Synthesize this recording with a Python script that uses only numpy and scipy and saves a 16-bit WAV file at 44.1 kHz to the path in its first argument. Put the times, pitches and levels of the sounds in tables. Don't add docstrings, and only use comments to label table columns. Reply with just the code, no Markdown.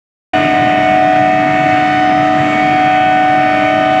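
import sys
import numpy as np
from scipy import signal
from scipy.io import wavfile
from scipy.ndimage import uniform_filter1d, minimum_filter1d

SR = 44100
rng = np.random.default_rng(int(sys.argv[2]) if len(sys.argv) > 2 else 0)


def transcribe(u):
    v = np.clip(np.atleast_2d(u).T, -1, 1)
    q = np.round(v * 32767).astype(np.int16)
    wavfile.write(sys.argv[1], SR, q)


N = 176400

# pitch_hz, relative level_db (per Hz)
RUSH_SPECTRUM = [(25, -25), (40, -17.5), (62, -15), (85, -5.5), (125, 1.5), (170, 0), (270, 2.5),
                 (350, -3.5), (430, -10.5), (520, -13.5), (700, -2.5), (850, -12), (1350, -8.5),
                 (1700, -9.5), (2200, -3.5), (2600, -12.5), (3000, -17.5), (3500, -25), (4100, -29.5),
                 (4700, -31.5), (5800, -33), (6600, -33), (7600, -56.5), (8500, -59), (10500, -53),
                 (13500, -57)]
# start_s, relative level_db
HISS_LEVEL = [(.35, 4.5), (.5, 2), (.8, 0.5), (1.1, -0.5), (1.35, -0.1), (1.7, 1.5), (1.97, 0.9),
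              (2.15, -0.7), (2.33, 0.5), (2.52, 1.7), (3.05, -1.2), (3.65, 0.2), (4, -.5)]
# start_s, relative level_db
RUMBLE_LEVEL = [(.35, 1.5), (.7, 1), (1.0, -1.5), (1.2, -1), (1.5, 0.5), (1.8, -0.5), (1.9, -2), (2.2, 1),
                (2.32, -3.5), (2.45, 2), (2.8, -2), (3.2, -2.5), (3.55, -0.5), (4, -1.5)]
# pitch_hz, width_hz, level_db (rms, before the bass swell)
DRONES = [(99, 5.8, -48.5), (142, 8, -31), (197.5, 6.2, -35), (448, 8, -46), (619.4, 6, -39), (900, 4, -47),
          (952, 18, -40.5), (1047, 2.6, -44), (2090, 6, -51.5), (2630, 11, -51.5)]
# start_s, level_db (rms)
RECTIFIER_LEVEL = [(0.36, -19.5), (0.49, -18.5), (0.87, -21), (2.48, -18), (3.1, -23.5), (3.12, -21.5),
                   (3.93, -20.5), (3.98, -23)]

# start_s, level_db (rms)
LOW_FIRST = [(0.36, -25), (1.27, -27), (1.46, -39.5), (1.68, -26.5), (1.99, -37.5), (2.22, -31.5),
             (3.24, -30), (3.69, -22), (3.98, -26)]
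LOW_SECOND = [(0.36, -28.5), (0.51, -27.5), (0.63, -31), (2.45, -28), (3.31, -31), (3.87, -25),
              (3.98, -28.5)]
LOW_THIRD = [(0.36, -24.5), (1.03, -27.5), (2.0, -25), (2.11, -28.5), (3.71, -25), (3.98, -29.5)]
# start_s, level_db (rms)
MIDDLE_FIRST = [(0.36, -17), (0.67, -21), (0.89, -16.5), (1.7, -19.5), (1.87, -27), (2.24, -18.5),
                (2.68, -23), (2.74, -25.5), (3.06, -21.5), (3.27, -23.5), (3.78, -16.5), (3.98, -18)]
MIDDLE_SECOND = [(0.36, -39.5), (2.14, -32), (2.19, -27.5), (3.04, -36), (3.86, -29.5), (3.98, -33)]
MIDDLE_THIRD = [(0.36, -37), (0.62, -29.5), (2.6, -31), (2.71, -44), (2.9, -38.5), (3.95, -40.5),
                (3.98, -44)]
# start_s, pitch_hz
MAIN_PITCH = [(.36, 738.8), (.9, 739.6), (1.5, 741.2), (2.1, 742.7), (2.6, 744.6), (3.1, 745.4),
              (3.6, 746.9), (4, 747.8)]
# start_s, level_db (rms)
MAIN_FIRST = [(0.36, -12), (0.42, -19), (0.56, -12.5), (0.83, -14), (0.94, -11), (1.25, -11.5), (1.5, -15),
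              (1.74, -12), (1.93, -14), (2.05, -11.5), (2.42, -14), (2.51, -19), (2.6, -13.5), (2.82, -11),
              (3.37, -11), (3.57, -15), (3.85, -14.5), (3.98, -11.5)]
MAIN_SECOND = [(0.36, -25), (0.43, -32), (1.24, -29), (1.33, -40), (1.42, -32), (1.98, -26), (2.34, -36.5),
               (2.7, -34), (2.76, -28), (3.16, -23.5), (3.32, -26), (3.98, -27)]
MAIN_THIRD = [(0.36, -34), (0.44, -24), (0.71, -33), (0.88, -22), (1.07, -36.5), (1.59, -25), (1.99, -27),
              (2.04, -34), (2.36, -37.5), (2.53, -21.5), (3.05, -28), (3.69, -24.5), (3.78, -29.5),
              (3.98, -27.5)]
MAIN_FOURTH = [(0.36, -29.5), (0.55, -38), (0.85, -33), (1.07, -51.5), (2.06, -33.5), (2.16, -59),
               (2.9, -42), (2.97, -34), (3.53, -45.5), (3.98, -34)]
MAIN_FIFTH = [(0.36, -42), (0.85, -43.5), (1.07, -57), (1.9, -52.5), (1.92, -43), (2.53, -47.5),
              (3.67, -46), (3.98, -46)]
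MAIN_SIXTH = [(0.36, -52), (0.52, -59.5), (1.84, -47.5), (1.94, -44), (2.13, -53.5), (2.81, -44.5),
              (3.18, -59.5), (3.36, -57.5), (3.98, -52)]
MAIN_TENTH = [(.36, -63), (1.1, -67.5), (1.42, -65), (1.55, -56), (1.9, -65), (2.2, -65), (2.5, -50.5),
              (2.81, -66), (3.2, -56), (3.35, -65), (4, -62)]
MAIN_FIFTEENTH = [(.36, -79), (.65, -75), (.85, -66), (1.2, -68), (1.4, -80), (4, -80)]
# multiple, level_db (rms, before the random swell)
LOW_OVERTONES = [(4, -35), (5, -40), (6, -49.5), (7, -59.5), (8, -60.5), (9, -59), (10, -63), (12, -67.5),
                 (14, -85)]
MIDDLE_OVERTONES = [(4, -36.5), (5, -42), (6, -53.5), (7, -55), (8, -56), (9, -63), (11, -68), (12, -70),
                    (14, -78)]
MAIN_OVERTONES = [(7, -60), (8, -61.5), (9, -64.5), (11, -73), (12, -74.5), (13, -73), (14, -75.5),
                  (16, -81)]

RUSH_DB, HISS_FROM_HZ = -21, 800
PATCHY_DB, PATCHY_PER_S = 1.5, 7.3
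RECTIFIER_HZ = 299.8
LOW_HZ, MIDDLE_HZ = 608.7, 646.0
FADING_DB, FADING_PER_S = 4, 0.84
PHASE_WANDER, WANDER_PER_S = 0.14, 3
START_S, FADE_S = 0.333, 0.003
CEILING, LIMITER_S = 0.93, 0.006
CUTOFF_HZ = 13900


def from_db(db):
    return 10 ** (np.asarray(db) / 20)


def rms_one(x):
    return x / np.sqrt(np.mean(x ** 2) + 1e-20)


def in_time(rows):
    return np.interp(np.arange(N) / SR, *np.transpose(rows))


def on_log_axis(points, where):
    places, values = np.transpose(points)
    return np.interp(np.log(where), np.log(places), values)


def drift(rate):
    step = 100
    warmup = 2000
    r = np.exp(-2 * np.pi * rate * step / SR)
    noise = rng.standard_normal(N // step + 2 + warmup)
    slow = signal.lfilter([1], [1, -2 * r, r * r], noise)[warmup:]
    slow = rms_one(slow - slow.mean())
    return np.interp(np.arange(N) / step, np.arange(len(slow)), slow)


def rush():
    edges = 22 * 2 ** (np.arange(30) / 3)
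    white = rng.standard_normal((2, N))
    hiss_db, rumble_db = in_time(HISS_LEVEL), in_time(RUMBLE_LEVEL)
    out = 0
    for k, (low, high) in enumerate(zip(edges, edges[1:])):
        bandpass = signal.butter(2, [low, high], "band", fs=SR, output="sos")
        band = signal.sosfilt(bandpass, white[k % 2])
        centre_hz = np.sqrt(low * high)
        swell_db = hiss_db if centre_hz > HISS_FROM_HZ else rumble_db
        flicker_db = PATCHY_DB * drift(PATCHY_PER_S)
        out = out + band * from_db(on_log_axis(RUSH_SPECTRUM, centre_hz) + flicker_db + swell_db)
    return from_db(RUSH_DB) * rms_one(out)


def drones():
    warmup = SR // 2
    out = 0
    for hz, width_hz, level_db in DRONES:
        r = np.exp(-2 * np.pi * width_hz / SR)
        section = [1 - r, 0, r - 1, 1, -2 * r * np.cos(2 * np.pi * hz / SR), r * r]
        shaking = rng.standard_normal(N + warmup)
        ringing = signal.sosfilt([section, section], shaking)[warmup:]
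        out = out + from_db(level_db) * rms_one(ringing)
    return from_db(in_time(RUMBLE_LEVEL)) * out


def partial(hz, multiple, level_db):
    turns = np.cumsum(hz * np.ones(N)) / SR
    wander = PHASE_WANDER * np.sqrt(multiple) * drift(WANDER_PER_S)
    phase = 2 * np.pi * (multiple * turns + rng.random()) + wander
    return np.sqrt(2) * from_db(level_db) * np.sin(phase)


def rectifiers():
    return partial(RECTIFIER_HZ, 1, in_time(RECTIFIER_LEVEL))


def coil(hz, level_curves, overtones, count):
    out = 0
    for multiple in range(1, count + 1):
        if multiple in level_curves:
            level_db = in_time(level_curves[multiple])
        else:
            level_db = on_log_axis(overtones, multiple) + FADING_DB * drift(FADING_PER_S)
        out = out + partial(hz, multiple, level_db)
    return out


def low_coil():
    return coil(LOW_HZ, {1: LOW_FIRST, 2: LOW_SECOND, 3: LOW_THIRD}, LOW_OVERTONES, count=14)


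def middle_coil():
    prominent = {1: MIDDLE_FIRST, 2: MIDDLE_SECOND, 3: MIDDLE_THIRD}
    return coil(MIDDLE_HZ, prominent, MIDDLE_OVERTONES, count=14)


def main_coil():
    prominent = {1: MAIN_FIRST, 2: MAIN_SECOND, 3: MAIN_THIRD, 4: MAIN_FOURTH,
                 5: MAIN_FIFTH, 6: MAIN_SIXTH, 10: MAIN_TENTH, 15: MAIN_FIFTEENTH}
    return coil(in_time(MAIN_PITCH), prominent, MAIN_OVERTONES, count=16)


def scene():
    background = rush() + drones() + rectifiers()
    coils = low_coil() + middle_coil() + main_coil()
    return (background + coils)[None]


def record(dry):
    t = np.arange(N) / SR
    from_edge_s = np.minimum(t - START_S, t[-1] - t)
    opened = np.sin(np.pi / 2 * np.clip(from_edge_s / FADE_S, 0, 1)) ** 2
    size = int(LIMITER_S * SR)
    needed = CEILING / np.maximum(np.abs(dry), CEILING)
    gain = uniform_filter1d(minimum_filter1d(needed, size), size)
    lowpass = signal.ellip(12, 0.1, 80, CUTOFF_HZ, fs=SR, output="sos")
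    return signal.sosfilt(lowpass, dry * gain * opened)


dry = scene()
out = record(dry)
transcribe(out)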